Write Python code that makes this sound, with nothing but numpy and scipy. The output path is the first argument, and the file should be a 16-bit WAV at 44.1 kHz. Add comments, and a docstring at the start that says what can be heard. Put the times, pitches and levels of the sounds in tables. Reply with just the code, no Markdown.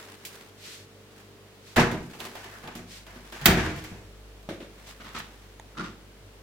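"""A washing machine door bumps on its latch, is handled, then slams shut in a tiled kitchen with a humming fridge.
Noise bursts make the latch cracks and panel rattles; decaying modes make the booms of glass door and steel cabinet.
Shaped noise makes slippers, sleeves, rubber seal and knob grinding; ticks and a dry snap sound close to the microphone.
Hollow taps ring a box, the fridge sums shaft orders, the room adds a diffuse tail, and the input clips softly."""
import sys
import numpy as np
from scipy import signal
from scipy.fft import rfft, irfft, next_fast_len
from scipy.io import wavfile
from scipy.ndimage import map_coordinates

SR = 44100
rng = np.random.default_rng(int(sys.argv[2]) if len(sys.argv) > 2 else 0)


def log_audio(samples):
    """Write samples as a 16-bit WAV file to the path given in sys.argv[1]."""
    # one column per channel
    frames = np.atleast_2d(samples).T
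    # limit to full scale, then quantise
    limited = np.clip(frames, -1, 1)
    pcm = np.round(limited * 32767).astype(np.int16)
    wavfile.write(sys.argv[1], SR, pcm)


N = 283254  # length in samples

# Steady air, room tone and microphone hiss: [f/Hz, relative level/dB per Hz]
AIR_SPECTRUM = [(76, -22), (130, -3.5), (147, -8.5), (207, -4.5), (386, -8), (444, -8), (533, -7),
                (577, -8), (797, -12.5), (1400, -14), (2670, -16), (3260, -16.5), (10900, -27.5),
                (14800, -29), (16000, -29.5)]
# Left-right likeness of steady sound: [f/Hz, correlation]
STEADY_LIKENESS = [(60, -0.22), (150, 0.81), (380, 0.66), (950, 0.49), (2380, -0.048), (5980, -0.058),
                   (15000, -0.077)]
# Left-right likeness of diffuse sound: [f/Hz, correlation]
DIFFUSE_LIKENESS = [(100, 0.97), (400, 0.88), (1000, 0.53), (2500, 0.064), (12000, 0.017)]
AIR_DB = -54

# Fridge hum at the microphone: [t/s, shaft level/dB, second order level/dB, upper orders level/dB]
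FRIDGE_LEVELS = [(0, -69, -60.5, -56.5), (1.6, -66, -59.5, -57.5), (2.3, -62, -59.5, -55),
                 (3, -55, -59.5, -65), (3.8, -52.5, -59, -55), (4.3, -49.5, -56.5, -58.5),
                 (4.6, -53.5, -61.5, -60), (6.42, -54, -58.5, -60)]
# Upper orders of the compressor shaft: [order, relative level/dB]
UPPER_ORDERS = [(3, -8.5), (4, -7), (6, -9), (7, -8.5), (8, -4), (9, -2.5), (10, -14.5), (12, -13)]
SHAFT_HZ = 49.54  # mean shaft rate

# Ticks close to the microphone: [t/s, level/dB, f/Hz of the pitch, t60/s, left-right level/dB]
TICKS_NEAR = [(.251, -35.5, 2100, 0.15, -1), (0.2573, -42, 2570, 0.18, -3), (.329, -50, 1990, 0.094, -8),
              (0.3545, -46, 2330, 0.055, -7), (4.429, -54, 1660, 0.039, 0), (5.1862, -43, 1510, 0.093, -13)]
# Room decay: [f/Hz, t60/s]
ROOM_DECAY = [(150, 0.67), (1500, 0.43), (6000, 0.41), (15000, 0.22)]

# Slipper strokes on the tiles: [t/s of the start, length/s, level/dB]
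SLIPPER_STROKES = [(0.576, 0.28, -44), (1.618, 0.18, -52.5), (2.865, 0.18, -45.5), (4.846, 0.097, -49)]
# Slipper colour: [f/Hz, relative level/dB per Hz]
SLIPPER_SPECTRUM = [(650, -31), (1100, -13), (1440, -11), (1820, -7.5), (4130, -5.5), (7650, -12),
                    (11700, -20.5), (14500, -19.5), (16000, -29)]
# Cloth and hands rubbing, one curve per passage: [t/s, level/dB]
RUB_LEVELS = [
    [(0, -44.5), (.19, -55), (.36, -47), (.5, -57)],
    [(1.1, -66), (1.2, -53), (1.35, -78)],
    [(2.1, -55), (2.25, -41), (2.35, -50.5), (2.65, -53), (2.9, -82), (3.1, -56.5), (3.45, -51)],
    [(4.65, -67), (4.82, -55), (4.9, -48), (4.97, -55), (5.08, -50.5), (5.55, -62.5)],
]
# Rubbing colour: [f/Hz, relative level/dB per Hz]
RUB_SPECTRUM = [(88, -48), (150, -11.5), (240, -7.5), (275, -14), (383, -8.5), (589, -11), (821, -10.5),
                (1830, -9.5), (16000, -26.5)]
SWISH_ATTACK, SWISH_RELEASE = 0.28, 0.39  # shares of the stroke length
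SWISH_SAG_DB, SWISH_EDGE_DB = -0.5, -15  # at the end of the hold; at both ends of the stroke

# Door and cabinet contacts: [t/s, crack level/dB, rattle level/dB, boom level/dB,
# base rattle t60/s, hardness/dB per octave, f/Hz of the boom centre]
CONTACTS = [(1.7605, -30, -23.5, -30, 0.14, 0.5, 213), (1.765, -23, -17.5, -16, 0.31, -0.5, 213),
            (1.7756, -48, -22, -12.5, 0.5, -2, 277), (1.785, -48, -21.5, -23.5, 0.13, -2.5, 650),
            (1.7946, -42, -20, -20, 0.17, 1, 170), (1.9132, -37.5, -40, -26, 0.41, 2, 223),
            (1.9431, -43, -38, -28.5, 0.11, -5, 258), (2.0265, -65, -54.5, -40, 0.66, 6, 190),
            (2.1338, -45, -46, -59, 0.23, -1, 216), (2.196, -42, -50, -46, 0.13, 2, 800),
            (2.2024, -32, -39.5, -36.5, 0.23, 1, 366), (2.2568, -38, -42, -40, 0.21, 1, 493),
            (2.3516, -41, -42, -50, 0.61, 1.7, 800), (2.4416, -44, -45.5, -42, 0.68, 0.5, 377),
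            (2.634, -51, -42, -41.5, 0.85, -2.5, 226), (2.674, -40.5, -40.5, -42, 0.31, -1, 355),
            (2.751, -43, -41, -34, 0.25, 5, 240), (2.79, -60, -45, -39, .2, 0, 240),
            (3.0649, -45.5, -47, -54, 0.71, 0.3, 194), (3.1592, -62, -50.5, -39, 0.4, -0.5, 222),
            (3.322, -41.5, -42, -39, 1, 2.1, 331), (3.4124, -41.5, -39.5, -32, 1, 1.5, 97),
            (3.457, -7.5, -13, -17, 0.16, 3.5, 352), (3.4618, -15.5, -27, -27, 0.077, -4, 352),
            (3.4783, -45, -20, -14.5, 0.51, -1.6, 156), (3.57, -62, -27.5, -19, 0.69, 0, 197),
            (3.6591, -38, -32.5, -28.5, 0.38, -3, 137), (3.7607, -49, -45, -40, 0.48, 4.5, 151),
            (3.8388, -43, -43.5, -42, 0.56, 3.5, 98), (3.9117, -59, -39.5, -37.5, 0.46, -7.5, 92)]
# Latch crack colour: [f/Hz, relative level/dB per Hz]
CRACK_SPECTRUM = [(530, -47), (900, -10), (1990, -6.5), (2450, -3), (3270, 3.5), (6190, -12), (6730, -7.5),
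                  (8990, -13.5), (12300, -12.5), (16000, -19.5)]
# Modes of the steel latch hook: [f/Hz, relative level/dB, t60/s]
HOOK_MODES = [(1516, -7, 0.029), (1940, -14, 0.036), (2640, -15, 0.044), (3400, -6, 0.02),
              (14920, 0.5, 0.012)]
# Latch bearing as the microphone swings: [t/s, left-right level/dB]
LATCH_BEARING = [(1.76, -2), (1.95, -3), (2.4, -3.5), (3.46, -4.5)]
# Shading by the body that holds the microphones: [f/Hz, share of the left-right dB]
BODY_SHADOW = [(2000, 2.7), (8000, 0.3), (13000, 3)]
# Panel rattle colour: [f/Hz, relative level/dB per Hz]
RATTLE_SPECTRUM = [(290, -3), (500, 0), (570, -6.5), (649, 3.5), (1320, -1.5), (1740, 0.5), (1980, -3),
                   (2330, -3), (4280, -12.5), (6610, -17), (9490, -25.5), (15100, -30.5), (16000, -40)]
# Change of rattle colour once the door is latched: [f/Hz, level/dB]
LATCHED_RATTLE = [(400, 1.5), (600, -2.5), (1100, -3.5), (1800, 0.5), (3000, 0)]
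# Rattle decay: [f/Hz, t60 as a share of the base t60]
RATTLE_DECAY = [(400, 0.69), (1000, 0.87), (1900, 1.045), (3500, 0.95), (7000, 1.12), (14000, 1)]
# Free modes of the glass door: [f/Hz, relative level/dB, t60/s]
DOOR_MODES = [(53.4, -5, .4), (133.6, -3, 0.45), (176.5, -2, 0.24), (240.2, -1.5, 0.4), (348, -6, 0.29),
              (383.4, -8, 0.4), (587, -8.5, 0.15), (625.7, -1.5, 0.24), (727, 0.5, 0.15), (803, -14, 0.1),
              (1050, -9, 0.1)]
# Free modes of the steel cabinet: [f/Hz, relative level/dB, t60/s]
CABINET_MODES = [(48.8, -8.5, 0.96), (85.5, -5.5, 0.7), (97.8, -5, 0.36), (138.3, -8.5, 0.75),
                 (179.2, -6.5, 0.73), (202.8, -7.5, 0.61), (258.5, -14, 0.54), (312.7, -9, 0.7),
                 (367.5, -3.5, 0.37), (416, -11.5, 0.32), (476, -18, 0.38), (668, -14.5, 0.52)]
LATCHED_S = 3.45
LOOSE_DOOR, SHUT_DOOR = 0.69, 0.38  # door's share of the boom before and after latching
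DOOR_DAMPING, CABINET_DAMPING = 0.69, 0.99  # t60 as a share of the free modes'
HARD_RISE_S, SOFT_RISE_S = 0.0013, 0.0014  # base rise of the hardest and softest blow
WAVER = 0.84  # phase wander of the panel modes, radians
FLUTTER_DB = 2.5  # level wander of a mode per radian of phase wander

# Loose parts set chattering: [t/s, level/dB, t60/s, f/Hz of the median pitch]
SHAKES_LOOSE = [(1.766, -25, .45, 1750), (1.79, -29, 0.46, 1054), (2.196, -48, 0.17, 844),
                (2.351, -48, .1, 855), (3.475, -25.5, .6, 1790), (3.59, -35, 0.53, 1890)]
CHATTER_SPREAD, CHATTER_SCATTER_DB = 0.19, 6  # standard deviations: natural log of pitch; tap level
CHATTER_CYCLES = 13  # cycles in which a tap falls 20 dB

# Rubber seal dragging on the door rim, one curve per drag: [t/s, level/dB, f/Hz of its resonance]
SEAL_DRAGS = [
    [(2.37, -72, 2160), (2.5, -58, 1850), (2.56, -47.5, 1490), (2.63, -61, 1385)],
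    [(3.325, -49, 1490), (3.4, -54, 1486), (3.455, -42, 1510)],
]

# Taps on a hollow box: [t/s, ring level/dB, scratch level/dB]
BOX_TAPS = [(4.489, -27, -37.5), (4.51, -32, -62), (4.525, -33, -57), (4.535, -41.5, -50),
            (4.603, -38, -46), (4.615, -45, -52), (4.625, -36.5, -53.5)]
# Box modes: [f/Hz, relative level/dB, t60/s]
BOX_MODES = [(210, -3.5, 0.055), (292, -4, 0.067), (347, -2.5, 0.081), (420, -1.5, 0.037),
             (555, -1.5, 0.035), (630, -8, 0.034), (738, -14, 0.063)]
# Scratch colour of the taps: [f/Hz, relative level/dB per Hz]
SCRATCH_SPECTRUM = [(600, -1.5), (1200, 1), (1800, 2), (2500, 0), (3700, 0), (5000, -10), (15000, -23.5)]

# Knob detents: [t/s, click level/dB, unused level/dB, grinding level/dB, base t60/s]
KNOB_DETENTS = [(4.999, -48, -55, -45.5, 0.23), (5.0424, -46.5, -45, -44.5, 0.47),
                (5.1465, -33, -60, -37, 0.12), (5.161, -39, -50, -31.5, .1), (5.172, -38, -43, -36, 0.097),
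                (5.179, -44, -44, -36, .06), (5.1895, -46.5, -61, -37, 0.22), (5.749, -50, -60, -62, 0.22),
                (5.77, -34, -41, -41.5, 0.38), (5.7933, -28, -48, -43, 0.2),
                (5.8381, -37.5, -37.5, -39.5, 0.21)]
# Knob resonances, all following the click level: [f/Hz, width/Hz, relative level/dB, unused]
KNOB_RESONANCES = [(101, 46, -13.5, 0.12), (190, 180, -3, 0.049), (1290, 500, -3.5, 1)]
# Ring of the knob shell: [f/Hz, relative level/dB, t60/s]
SHELL_MODES = [(1325, 2.5, 0.053), (1210, -10, 0.06)]
# Grinding colour: [f/Hz, relative level/dB per Hz]
GRIND_SPECTRUM = [(500, -16.5), (1200, -1), (3500, 7.5), (6500, 2), (9000, -4), (16000, -16)]
DULL_DB, BRIGHTENS = -4.5, 0.25  # tilt per octave at a -31.5 dB click; its growth per dB of click
SHELL_DB = -2.5  # shell ring relative to the click

# Dry snap close to the microphone: [t/s, level/dB, left-right level/dB]
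DRY_SNAPS = [(5.598, -36, -6)]
# Snap modes: [f/Hz, relative level/dB, t60/s]
SNAP_MODES = [(453, -7, 0.0088), (890, 1.5, 0.013), (1890, -0.5, 0.0078), (3500, -3.5, 0.006),
              (6640, -2, 0.0045), (9500, -9.5, 0.0043)]

TOP_HZ = 16180  # band limit of the input


def amp(db):
    """Gain of a level in dB."""
    return 10 ** (np.asarray(db) / 20)


def unit(x):
    """Scale to rms 1."""
    return x / np.sqrt(np.mean(x ** 2) + 1e-20)


def along(points, hz):
    """Interpolate (Hz, value) points on a log frequency axis."""
    f, v = np.transpose(points)
    return np.interp(np.log(hz + 1), np.log(f + 1), v)


def tilted(spectrum, db_per_octave):
    """Turn a spectrum about 2 kHz."""
    return [(hz, db + db_per_octave * np.log2(hz / 2000)) for hz, db in spectrum]


def gain(rows, column=1):
    """Gain per sample of a dB curve over time, at -150 dB outside it."""
    rows = np.array(rows)
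    return amp(np.interp(np.arange(N) / SR, rows[:, 0], rows[:, column], -150, -150))


def wobble(rate):
    """A smooth random curve with rate knots a second."""
    knots = rng.standard_normal(int(N * rate / SR) + 4)
    return map_coordinates(knots, [np.arange(N) * rate / SR])


def filtered(x, response):
    """Filter x by a complex response of frequency."""
    n = x.shape[-1]
    m = next_fast_len(n + 8192)
    return irfft(rfft(x, m) * response(np.fft.rfftfreq(m, 1 / SR)), m)[..., :n]


def pair(size, spectrum, alike):
    """Stereo noise of rms 1, its mid-side balance set by the left-right likeness."""
    def mid_side(hz):
        angle = np.arccos(np.clip(along(alike, hz), -1, 1)) / 2
        return amp(along(spectrum, hz)) * [np.cos(angle), np.sin(angle)]

    mid, side = filtered(rng.standard_normal((2, size)), mid_side)
    return unit(np.array([mid + side, mid - side]))


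def dying(noise, t60, rise=0.00044):
    """Noise whose frequencies each die with their own t60(Hz), after a short rise in seconds."""
    hz, t, z = signal.stft(noise, SR, nperseg=128)
    decay = amp(-60 * t / np.maximum(t60(hz), .01)[:, None])
    out = signal.istft(z * decay, SR, nperseg=128)[1]
    size = noise.shape[1]
    return out[:, :size] * (1 - np.exp(-np.arange(size) / SR / max(rise, 2e-4)))


def add(out, s, x, pan_db=0):
    """Mix a sound into stereo at s seconds, the left louder than the right by pan_db."""
    part = out[:, round(s * SR):][:, :x.shape[-1]]
    part += (x * amp([[pan_db / 2], [-pan_db / 2]]))[:, :part.shape[1]]


def ring(modes, t, stretch=1, centre_hz=200, focus_db=0, waver=0):
    """Decaying modes of random strength and phase, weaker away from the blow's centre pitch."""
    hz, db, t60 = np.transpose(modes)[:, :, None]
    luck = rng.standard_normal((2, len(modes), 1))
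    db = db + 1.5 * luck[0] - focus_db * np.log2(hz / centre_hz) ** 2
    knots = rng.standard_normal((len(modes), 40))  # 40 a second
    wander = np.array([np.interp(t, np.arange(40) / 40, row) for row in knots])
    # each mode's level follows the wander rows in reverse order
    level = amp(db - 60 * t / (t60 * stretch) + FLUTTER_DB * waver * wander[::-1])
    phase = 2 * np.pi * hz * t + 2 * luck[1] + waver * wander
    return np.sum(level * np.sin(phase), axis=0)


def steady_air():
    """Room tone and microphone hiss as coloured noise with a slight level wander."""
    return amp(AIR_DB + 0.15 * wobble(3.8)) * pair(N, AIR_SPECTRUM, STEADY_LIKENESS)


def fridge():
    """The compressor hums on the orders of its shaft, with slightly unsteady speed and levels."""
    turn = 2 * np.pi * np.cumsum(SHAFT_HZ * (1 + 0.0028 * wobble(3))) / SR
    upper = sum(amp(db + 1.26 * wobble(8.7)) * np.sin(order * turn + rng.uniform(0, 2 * np.pi))
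                for order, db in UPPER_ORDERS)
    first = gain(FRIDGE_LEVELS, column=1) * amp(0.71 * wobble(4.05)) * np.sin(turn)
    second = gain(FRIDGE_LEVELS, column=2) * amp(2.7 * wobble(18)) * np.sin(2 * turn)
    return np.sqrt(2) * (first + second) + gain(FRIDGE_LEVELS, column=3) * upper


def ticks():
    """Dry bright ticks: decaying broad noise peaked at a pitch."""
    out, t = np.zeros((2, N)), np.arange(4000) / SR
    for s, db, pitch_hz, t60, pan_db in TICKS_NEAR:
        colour = [(pitch_hz / 3, -25), (pitch_hz, 0), (16000, -9)]
        add(out, s, amp(db - 60 * t / t60) * pair(4000, colour, [(1000, 0.15)]), pan_db)
    return out


def kitchen(x):
    """The tiled room answers the mono sum with a diffuse tail of dying noise."""
    noise = pair(SR // 2, [(100, 0)], DIFFUSE_LIKENESS)
    tail = dying(noise, lambda hz: along(ROOM_DECAY, hz), 0.0058)
    return signal.fftconvolve(x.mean(axis=0)[None], tail / np.linalg.norm(tail[0]), axes=1)[:, :N]


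def rubbing():
    """Slippers swish on the tiles with attack, sagging hold and release; cloth and hands rub in uneven grains."""
    shape = [(0, SWISH_EDGE_DB), (SWISH_ATTACK, 0), (1 - SWISH_RELEASE, SWISH_SAG_DB), (1, SWISH_EDGE_DB)]
    strokes = sum(gain([(s + length * share, db + step_db) for share, step_db in shape])
                  for s, length, db in SLIPPER_STROKES)
    swish = strokes * amp(0.35 * wobble(40)) * pair(N, SLIPPER_SPECTRUM, DIFFUSE_LIKENESS)
    grains = amp(1.3 * wobble(30) + 2.36 * wobble(250))
    rub = unit(grains * pair(N, RUB_SPECTRUM, DIFFUSE_LIKENESS))
    return swish + sum(map(gain, RUB_LEVELS)) * rub


def latch_crack(crack_db, hard_db, pan_db):
    """A short noise burst and the steel hook's ring, shaded between the two microphones."""
    t = np.arange(2000) / SR
    crack = pair(2000, tilted(CRACK_SPECTRUM, hard_db), [(1000, 0.37)])
    crack *= amp(-60 * t / 0.048) * (1 - np.exp(-t / 0.00091))
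    hook_gain = amp(0.46 * (crack_db + 9))  # the hook's share grows with harder blows
    crack += hook_gain * ring(HOOK_MODES, t) * (1 - np.exp(-t / 0.00015))
    shaded = lambda hz: amp(np.outer([.5, -.5], pan_db * along(BODY_SHADOW, hz)))
    return amp(crack_db) * filtered(crack, shaded)


def panel_rattle(size, latched, t60, hard_db, rise):
    """Diffuse noise dying by frequency, its colour changed once the door is latched."""
    colour = [(hz, db + latched * along(LATCHED_RATTLE, hz))
              for hz, db in tilted(RATTLE_SPECTRUM, hard_db)]
    return dying(pair(size, colour, DIFFUSE_LIKENESS), lambda hz: t60 * along(RATTLE_DECAY, hz), rise)


def panel_boom(t, door_share, boom_db, boom_hz, rise):
    """Wavering modes of door and cabinet, stirred around the blow's centre pitch."""
    focus_db = 2.0 + 0.45 * max(-25.5 - boom_db, 0)  # a light touch stirs only a few modes
    door = ring(DOOR_MODES, t, DOOR_DAMPING, boom_hz, focus_db, WAVER)
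    cabinet = ring(CABINET_MODES, t, CABINET_DAMPING, boom_hz, focus_db, WAVER)
    boom = door_share * door + (1 - door_share) * cabinet
    return amp(boom_db) * boom * (1 - np.exp(-t / (rise + 0.0013))) ** 2


def knocks():
    """Each contact cracks at the latch, rattles the panels and booms in door and cabinet."""
    (cracks, rattles, booms), size = np.zeros((3, 2, N)), int(.7 * SR)
    t = np.arange(size) / SR
    for s, crack_db, rattle_db, boom_db, rattle_t60, hard_db, boom_hz in CONTACTS:
        door_share = LOOSE_DOOR if s < LATCHED_S else SHUT_DOOR
        rise = np.interp(crack_db, [-60, -5], [SOFT_RISE_S, HARD_RISE_S])
        pan_db = np.interp(s, *np.transpose(LATCH_BEARING))
        add(cracks, s, latch_crack(crack_db, hard_db, pan_db))
        rattle = panel_rattle(size, s > LATCHED_S, rattle_t60, hard_db, rise)
        add(rattles, s, amp(rattle_db) * rattle)
        add(booms, s, panel_boom(t, door_share, boom_db, boom_hz, rise))
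    uneven = amp(1.1 * wobble(90))  # loose parts rattle unevenly
    return cracks + rattles * uneven, booms


def chatter():
    """Loose parts tap at random moments, each tap a short ring near the shake's pitch."""
    out, life = np.zeros((2, N)), np.arange(600) / SR
    for s, db, t60, pitch_hz in SHAKES_LOOSE:
        when_where, luck = rng.random((150, 2)), rng.standard_normal((150, 2))
        delay = t60 / 2 * when_where[:, :1]
        hz = pitch_hz * np.exp(CHATTER_SPREAD * luck[:, :1])
        size_db = db - 60 * delay / t60 + CHATTER_SCATTER_DB * luck[:, 1:]
        decay_db = 20 * life * hz / CHATTER_CYCLES
        grains = amp(size_db - decay_db) * np.sin(2 * np.pi * hz * life)
        index = (np.round((s + delay) * SR).astype(int) + np.arange(len(life))).ravel()
        angle = np.pi / 2 * when_where[:, 1:]  # place of each tap between left and right
        for ear, share in zip(out, (np.cos, np.sin)):
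            ear += np.bincount(index, (grains * share(angle)).ravel(), N)[:N]
    return out


def seal():
    """Rubber drags as narrow noise on a sliding resonance, different at each microphone."""
    out = np.zeros((2, N))
    for rows in SEAL_DRAGS:
        s, _, hz = np.transpose(rows)
        turn = 2 * np.pi * np.cumsum(np.interp(np.arange(N) / SR, s, hz)) / SR
        in_phase = np.array([wobble(800), wobble(800)])
        quadrature = np.array([wobble(800), wobble(800)])
        out += gain(rows) * unit(in_phase * np.cos(turn) + quadrature * np.sin(turn))
    return out


def taps():
    """Taps ring the modes of a hollow box, each with a scratch of dying noise."""
    out, size = np.zeros((2, N)), int(.4 * SR)
    t = np.arange(size) / SR
    for s, db, scratch_db in BOX_TAPS:
        add(out, s, amp(db) * ring(BOX_MODES, t) * (1 - np.exp(-t / 0.00054)))
        noise = pair(size, SCRATCH_SPECTRUM, DIFFUSE_LIKENESS)
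        add(out, s, amp(scratch_db) * dying(noise, lambda hz: 0.25 * along(RATTLE_DECAY, hz)))
    return out


def knob():
    """Each detent grinds, and clicks with resonances that rise and fall together; harder clicks grind brighter."""
    (out, grinding), size = np.zeros((2, 2, N)), int(.4 * SR)
    t = np.arange(size) / SR
    for s, click_db, _, grind_db, t60 in KNOB_DETENTS:
        push = pair(size, [(100, 0)], DIFFUSE_LIKENESS)
        push *= amp(-60 * t / t60) * (1 - np.exp(-t / 0.0034))
        for centre, width, db, _ in KNOB_RESONANCES:
            # squared band-pass for steep skirts
            mode = lambda f: (1j * f * width / (centre * centre - f * f + 1j * f * width)) ** 2
            bandwidth_gain = np.sqrt(2 * SR / (np.pi * width))  # makes up for the narrow band
            add(out, s, amp(db + click_db) * filtered(push, mode) * bandwidth_gain)
        add(out, s, amp(click_db + SHELL_DB) * ring(SHELL_MODES, t) * (1 - np.exp(-t / .001)))
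        colour = tilted(GRIND_SPECTRUM, DULL_DB + BRIGHTENS * (click_db + 31.5))
        noise = pair(size, colour, DIFFUSE_LIKENESS)
        grind = dying(noise, lambda hz: 1.13 * t60 * along(RATTLE_DECAY, hz), 0.0025)
        add(grinding, s, amp(grind_db) * grind)
    return out + grinding * unit(amp(2.9 * wobble(500)))  # the ratchet catches in uneven grains


def dry_snap():
    """A few very short modes, all struck together."""
    out, t = np.zeros((2, N)), np.arange(1000) / SR
    for s, db, pan_db in DRY_SNAPS:
        snap = sum(amp(mode_db - 60 * t / t60) * np.sin(2 * np.pi * hz * t)
                   for hz, mode_db, t60 in SNAP_MODES)
        add(out, s, amp(db) * snap, pan_db)
    return out


def scene():
    """All sources direct, with the room's answer to the machine, its booms and the close sounds."""
    rattles, booms = knocks()
    machine = rattles + chatter() + knob() + taps()
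    near = ticks() + dry_snap()
    room = kitchen(amp(-8.0) * machine + amp(-11.5) * booms + amp(-12.0) * near)
    return machine + booms + near + room + rubbing() + seal() + fridge() + steady_air()


def record(dry):
    """The input clips softly towards 0.95 of full scale, then a steep filter cuts all above the band limit."""
    clipped = dry / (1 + np.abs(dry / .95) ** 6) ** (1 / 6)
    return filtered(clipped, lambda hz: hz < TOP_HZ)


dry = scene()
out = record(dry)
log_audio(out)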